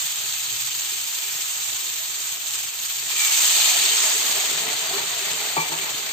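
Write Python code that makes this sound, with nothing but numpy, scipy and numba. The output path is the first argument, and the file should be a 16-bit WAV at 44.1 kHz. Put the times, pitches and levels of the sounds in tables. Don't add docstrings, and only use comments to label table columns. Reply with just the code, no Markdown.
import sys
import numpy as np
from scipy import signal
from scipy.fft import rfft, irfft, next_fast_len
from scipy.io import wavfile
from scipy.ndimage import uniform_filter1d
from numba import njit

SR = 44100
rng = np.random.default_rng(int(sys.argv[2]) if len(sys.argv) > 2 else 0)


def log_audio(samples):
    frames = np.atleast_2d(samples).T
    limited = np.clip(frames, -1, 1)
    pcm = np.round(limited * 32767).astype(np.int16)
    wavfile.write(sys.argv[1], SR, pcm)


N = 269926
SPAN = next_fast_len(N)


def frying():
    # t/s, crackle level/dB, gain of 2.2-4.75 kHz/dB, gain above 10 kHz/dB
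    fry_moves = [(0, -26.5, -1, 5), (.17, -28.5, 0.5, 5), (.5, -28, -0.5, 5), (.85, -28, 0, 5),
                 (1.02, -28.5, -1, 5), (1.3, -28, -1, 5.5), (1.6, -28, -1.5, 4), (1.72, -27.5, -1.5, 4),
                 (2.05, -29.5, -1, 6), (2.3, -29, -1, 4), (2.4, -31, -1, 6), (2.55, -26.5, -2, 3),
                 (2.72, -32, 0, 6), (2.85, -29, -1, 6), (3.05, -27.5, -1.5, 3.5), (3.14, -24.5, -0.5, 3),
                 (3.22, -21, -1.5, 3), (3.4, -18, -1.5, 2.5), (3.65, -19, 1, 2.5), (3.95, -21, 1, 1),
                 (4.02, -18.5, -2, -1.5), (4.14, -22, -1, 1), (4.24, -22.5, -0.5, 2.5), (4.33, -22.5, 1, 3),
                 (4.5, -24.5, 0, 0.5), (4.66, -27.5, 2, 1), (5.3, -27.5, 1.5, 2), (5.7, -29.5, 2, 2),
                 (6.12, -30.5, 2, 3.5)]
    # f/Hz, gain/dB
    crackle_tone = [(300, -50.5), (800, -12), (1500, -7), (2200, -6.5), (3000, 0.5), (4600, 1),
                    (4900, -4.5), (6000, -3), (6300, 3.5), (7600, 3), (7750, 0), (8400, 2.5), (12000, -12),
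                    (15500, -11.5)]
    # f/Hz, width/Hz, level/dB
    wall_modes = [(893, 68, -6), (1260, 80, -6.5), (1698, 65, -2), (1870, 65, -2), (2138, 60, -2),
                  (2346, 45, 1), (2475, 40, -2), (2611, 50, -2.5), (3100, 70, -5), (3622, 60, -3),
                  (7640, 120, -2)]
    strengthen_s, full_s = 3.6, 1.8
    low_db, wet_low_db = -1, 4

    water = ramp(strengthen_s, full_s)
    fry_db, middle_db, top_db = curves(fry_moves)
    cracks = level(pops(per_s=450., spread_db=1.8), -8)
    bursts = level(pops(per_s=11000., spread_db=2.0), 0)
    fizz = bubbles(count=12000, lo_hz=1515.0, hi_hz=9060.0, cycles=21.8, glide=0.0337, spread_db=-0.5)
    wall = sum(undb(db) * resonance(bursts, hz, width) for hz, width, db in wall_modes)
    flare_db = .7 * walk(70)
    rain = (bursts + cracks + wall + undb(-8.5) * fizz) * undb(flare_db)

    spectrum = rfft(level(colour(rain, crackle_tone), 0), SPAN)
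    hz = np.fft.rfftfreq(SPAN, 1 / SR)
    edges = [0, 2200, 3400, 4750, 6100, 10000, SR]
    shifts = [low_db + wet_low_db * water, middle_db, middle_db, 0, 0, top_db]
    out = 0
    for lo, hi, shift_db in zip(edges, edges[1:], shifts):
        band = irfft(spectrum * ((hz >= lo) & (hz < hi)), SPAN)[:, :N]
        flicker_db = 0.55 * walk(45) + 0.17 * walk(4.6)
        out = out + band * undb(shift_db + flicker_db)
    return out * undb(fry_db + 0.25 * walk(14))


def spits():
    # t/s, level/dB, left minus right/dB, ring f/Hz
    spit_hits = [(0.158, -11, -5, 7600), (0.266, -17, -2.0, 7620), (0.324, -14, 3, 3800),
                 (0.4624, -12.5, -1.5, 4160), (0.6524, -14, -2.5, 6440), (0.6715, -12, -1.0, 7620),
                 (0.7074, -16, -2.0, 7170), (0.7584, -21, -1.5, 3580), (0.7962, -17, -2.5, 6570),
                 (0.809, -12, -1.0, 7080), (0.871, -15, -2.0, 8350), (1.0124, -17, -2.5, 7510),
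                 (1.0944, -24, -2.0, 6560), (1.1517, -13, 4, 3600), (1.2362, -20, -1.5, 7600),
                 (1.3294, -24, -3.0, 8300), (1.4514, -18, -1.5, 7510), (1.6186, -15, -1.5, 6330),
                 (1.7024, -16, -2.0, 3670), (1.8074, -21, -3.0, 8070), (1.9214, -21, -2.5, 7630),
                 (2.2814, -14, -1.5, 7490), (2.471, -15.5, -1.0, 3870), (2.555, -12, 0.5, 7440),
                 (2.58, -18, -2.0, 8310), (2.7904, -15.5, -1.0, 4060), (2.8005, -12, -1.0, 6690),
                 (2.859, -18, -2.0, 6840), (2.9253, -11, -1.0, 7540), (2.968, -11, -2.5, 7170),
                 (3.3263, -8, 9, 6230), (3.535, -9, -1.5, 7600), (3.6792, -8, -0.5, 7420),
                 (3.7971, -4, 0.0, 3800), (3.8602, -4, 1, 4370), (4.004, -3, 1, 6250),
                 (4.2517, -12, -2.0, 6140), (4.5124, -16, -1.0, 6580), (4.765, -10.5, -0.5, 4170),
                 (5.2524, -23, -2.0, 6710), (5.332, -11, -2.0, 8200), (5.751, -17, -2.5, 6750),
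                 (5.9144, -13.5, -1.5, 7200), (6.0033, -17, -2.5, 2720)]
    t = np.arange(500) / SR
    out = np.zeros((2, N + SR))
    shape = np.exp(-t / 0.0012) * (1 - np.exp(-t / 0.00049))
    for (s, db, pan_db, hz), hiss in zip(spit_hits, rng.standard_normal((len(spit_hits), len(t)))):
        crack = resonance(resonance(hiss, 4800, 7000), 4800, 7000)
        burst = (0.44 * crack + 0.63 * np.sin(2 * np.pi * hz * t)) * shape
        i = int(s * SR)
        out[:, i:i + len(t)] += burst * undb(db + np.array([[pan_db], [-pan_db]]) / 2)
    return out[:, :N]


def boiling():
    # t/s, small bubbles/dB, large bubbles on the pan/dB, lowest pan mode/dB
    boil_moves = [(0, -47.5, -63.5, -64), (.7, -51.5, -62, -76), (1.6, -49, -60, -71),
                  (2.9, -50, -61.5, -74), (3.2, -47.5, -56, -65), (3.4, -41, -54.5, -70),
                  (3.62, -34, -51, -64), (3.85, -37.5, -48, -66), (4.0, -37, -48, -69),
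                  (4.2, -37, -48, -68), (4.45, -34.5, -46.5, -59), (5.0, -36.5, -46, -56),
                  (5.27, -38, -50, -50.5), (5.4, -37, -47, -66), (5.7, -37.5, -47, -58),
                  (6.12, -40, -49.5, -60.5)]
    # f/Hz, gain/dB
    bubble_tone = [(300, -28), (500, -10.5), (650, 3), (900, 1), (1300, -3.5), (2000, 1), (3000, -8)]
    # f/Hz, width/Hz, relative level/dB
    pan_modes = [(165.4, 16, -1.5), (279, 82, -1), (335, 85, -2.5), (393.4, 23, 4.5), (443.6, 5.5, 0.5)]

    small_db, large_db, boom_db = curves(boil_moves)
    froth = level(pops(per_s=2700.0, spread_db=5.0), 0)
    blips = bubbles(count=4000, lo_hz=454.6, hi_hz=2501.0, cycles=15.2, glide=0.0416, spread_db=1.0)
    small = colour((froth + undb(-7.5) * blips) * undb(1.6 * walk(20)), bubble_tone)
    thumps = pops(per_s=440.0, spread_db=0.5) * undb(1.2 * walk(16))
    boom, *large = (undb(db + 1.6 * walk(18)) * level(resonance(thumps, hz, width), 0)
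                    for hz, width, db in pan_modes)

    small_db = small_db + .6 * walk(8.3)
    large_db = large_db + 1.5 * walk(14)
    boom_db = boom_db + 2.6 * walk(7.8)
    return (level(small, 0) * undb(small_db) + level(sum(large), 0) * undb(large_db)
            + boom * undb(boom_db))


def glugs():
    # t/s, level/dB, starting f/Hz, 60 dB decay/s
    glug_notes = [(3.575, -33, 840, 0.14), (4.154, -32, 440, 0.11), (4.369, -35, 396, 0.16),
                  (4.439, -43, 388, 0.15), (4.908, -27, 760, 0.059), (4.93, -35, 387, 0.2),
                  (4.958, -34.5, 400, 0.22), (5.211, -37.5, 388, 0.14)]
    t = np.arange(SR // 4) / SR
    out = np.zeros(N + SR)
    for s, db, hz, t60 in glug_notes:
        i = int(s * SR)
        shape = (1 - np.exp(-t / 0.0045)) * np.exp(-np.log(1000) * t / t60)
        out[i:i + len(t)] += undb(db) * shape * np.sin(2 * np.pi * hz * t * (1 + 0.18 * t))
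    return out[:N]


def singing():
    peak_s, peak_db, rise_db_s, fall_db_s = 3.205, -29, 300, 82
    centre_hz, sag_hz_s, width_hz = 2335, 900, 80
    late = np.arange(N) / SR - peak_s
    low = signal.butter(2, width_hz / 2, fs=SR, output="sos")
    rough = signal.sosfilt(low, rng.standard_normal((2, 3, N)))
    phase = 2 * np.pi * (centre_hz * late - sag_hz_s / 2 * np.clip(late, -.1, .3) ** 2)
    squeal = level(rough[0] * np.cos(phase) + rough[1] * np.sin(phase), 0)
    return squeal * undb(peak_db + np.minimum(rise_db_s * late, -fall_db_s * late))


def jug():
    # t/s, strength/dB, then relative to it thud/dB, ring/dB, ping/dB
    touches = [(5.566, -25.5, -6, 7, -14), (5.571, -25.5, 6, 1, -8), (5.577, -28.5, -6, 7.5, 1),
               (5.585, -29, -0.5, 7, 2), (5.603, -39, 2, -3, 12.5), (5.618, -36.5, -9, 8, 1),
               (5.693, -40, 0, 3, -10), (5.718, -31, 2.5, 3, -16), (5.731, -37, 0, 4, -12),
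               (5.808, -41, -4, -9, 5), (5.826, -37, 0, -12, -5), (5.858, -41, -2, 2, -12)]
    # f/Hz, relative level/dB, 60 dB decay/s
    jug_modes = [(161.5, -11.5, 0.17), (262, -15, 0.083), (329, -8.5, 0.16), (370, -9, 0.09),
                 (567, -10, 0.053), (740, -17, 0.067), (805, -11, .06), (873, -0.5, 0.084),
                 (911, -1.5, 0.13), (1007, -7, 0.058), (1030, -12, 0.056), (1141, -3.5, 0.13),
                 (1510, -8, .03), (2318, -2, 0.13), (2327, -0.5, 0.26)]
    contact_s = 0.0013
    scrape_db, scrape_s = -13, .008
    lag_s = .0003

    t = np.arange(SR // 3) / SR
    out = np.zeros(N + SR)
    hz, mode_db, t60 = np.transpose(jug_modes)[..., None]
    shape = (1 - np.exp(-t / contact_s)) * np.exp(-np.log(1000) * t / t60)
    modes = undb(mode_db) * shape * np.sin(2 * np.pi * hz * t)
    modes = signal.sosfilt(signal.butter(6, 130, "high", fs=SR, output="sos"), modes)
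    group = np.digitize(hz[:, 0], [500, 2000])
    for (s, db, *shares_db), noise in zip(touches, rng.standard_normal((len(touches), len(t)))):
        i = int(s * SR)
        scrape = resonance(resonance(noise, 750, 1000), 750, 1000)
        scrape = level(scrape, scrape_db + shares_db[1]) * np.exp(-t / scrape_s)
        out[i:i + len(t)] += undb(db) * (undb(shares_db)[group] @ modes + scrape)
    pair = np.array([out, np.roll(out, int(lag_s * SR))])
    return pair[:, :N] * undb([[1.5], [-1.5]])


def kitchen():
    # f/Hz, gain/dB
    rumble_tone = [(25, -23), (50, -26), (80, -4.5), (110, -5.5), (200, -15), (500, -25), (1000, -39)]
    swell_s, rise_s, hold_s, fall_s, swell_db = 0.22, 0.12, .46, .08, 6.5
    rumble, hum = rng.standard_normal((2, 3, N))
    swell = ramp(swell_s, rise_s) - ramp(swell_s + rise_s + hold_s, fall_s)
    drone_db = swell_db * swell + 2 * (1 - .2 * swell) * walk(9.9)
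    drone = level(resonance(resonance(hum, 126.0, 26), 126.0, 26), -66) * undb(drone_db)
    patches_db = 3.2 * walk(13)
    return level(colour(rumble, rumble_tone), -67) * undb(patches_db) + drone


def bubbles(count, lo_hz, hi_hz, cycles, glide, spread_db):
    when, pitch, chance = rng.random((count, 3)).T
    hz = lo_hz * (hi_hz / lo_hz) ** pitch
    size = undb(np.minimum(-spread_db * np.log(chance), 4 * spread_db)) * hz
    step = 2 * np.pi * hz / SR
    life = cycles * SR / hz
    total = 3 * N
    start = (when * total).astype(np.int64)
    stop = np.minimum(start + (4 * life).astype(np.int64), total)
    turn = np.exp(1j * step - 1 / life)
    quicken = np.exp(1j * step * glide / life)
    rain = ring_out(start, stop, size + 0j, turn, quicken, total)
    return level(rain.reshape(-1, N), 0)


@njit
def ring_out(start, stop, z, turn, quicken, out_len):
    out = np.zeros(out_len)
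    for k in range(len(start)):
        now, p = z[k], turn[k]
        for i in range(start[k], stop[k]):
            out[i] += now.imag
            now *= p
            p *= quicken[k]
    return out


def pops(per_s, spread_db):
    out = np.zeros((3, N))
    at = rng.random(out.shape) < per_s / SR
    size_db = np.minimum(spread_db * rng.exponential(size=at.sum()), 4 * spread_db)
    out[at] = undb(size_db) * rng.standard_normal(at.sum())
    return out


def walk(rate):
    k = int(SR / rate)
    held = np.repeat(rng.standard_normal(N // k + 1), k)
    x = uniform_filter1d(uniform_filter1d(held, k), k)[:N]
    return level(x - uniform_filter1d(x, 4 * k), 0)


def ramp(start_s, length_s):
    return np.clip((np.arange(N) / SR - start_s) / length_s, 0, 1)


def curves(table):
    s, *columns = np.transpose(table)
    return [np.interp(np.arange(N) / SR, s, c) for c in columns]


def resonance(x, hz, width):
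    return signal.lfilter(*signal.iirpeak(hz, hz / width, fs=SR), x)


def over_hz(table, size):
    hz, value = np.transpose(table)
    return np.interp(np.log(np.fft.rfftfreq(size, 1 / SR) + 1), np.log(hz), value)


def colour(x, table):
    cep = irfft(over_hz(table, 4096) * np.log(10) / 20)
    cep[1:2048] *= 2
    cep[2049:] = 0
    response = irfft(np.exp(rfft(cep)))[None, :2048]
    return signal.oaconvolve(x, response, axes=-1)[..., :N]


def level(x, db):
    return x * undb(db) / np.sqrt(np.mean(x ** 2))


def undb(db):
    return np.exp(np.asarray(db) * np.log(10) / 20)


def ports(three):
    # f/Hz, left minus right/dB
    port_lean = [(60, 3), (110, -0.5), (200, 2.5), (380, 3), (700, -1.5), (1290, -3.5), (2380, 6),
                 (4400, 0.5), (8120, -3), (15000, 0)]
    # f/Hz, share of power common to both [0-1]
    port_alike = [(30, .4), (60, 0.59), (130, 0.74), (290, 0.81), (640, 0.42), (1000, 0.31), (1400, 0.3),
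                  (3100, 0.15), (6800, 0.25), (15000, 0.018)]
    # f/Hz, lead of the left/rad
    port_turn = [(500, 0.5), (800, -0.8), (1300, 0.5), (1800, -4), (2400, -6), (16000, -4.5)]
    both, left, right = rfft(three, SPAN)
    share = np.clip(over_hz(port_alike, SPAN), 0, 1)
    lean = undb(over_hz(port_lean, SPAN) / 2)
    common = np.sqrt(share) * both
    own = np.sqrt(1 - share)
    pair = [lean * (common * np.exp(1j * over_hz(port_turn, SPAN)) + own * left),
            (common + own * right) / lean]
    return irfft(pair, SPAN)[:, :N]


def scene():
    turning_db = -0.6
    drift = undb(turning_db * (1.0 - ramp(0, N / SR)) * np.array([[.5], [-.5]]))
    spread = ports(frying() + boiling() + singing() + kitchen())
    return drift * spread + spits() + glugs() + jug()


def record(dry):
    # f/Hz, gain/dB
    treble_gap = [(8450, 2.5), (8600, -5), (9300, -14), (9900, -13.5), (10850, -34.5), (11050, -78),
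                  (11450, -68), (11620, 6.5)]
    rounded = np.tanh(1.1 * dry) / 1.1
    top_cut = signal.ellip(14, .3, 90, 15500, fs=SR, output="sos")
    return signal.sosfilt(top_cut, colour(rounded, treble_gap))


dry = scene()
out = record(dry)
log_audio(out)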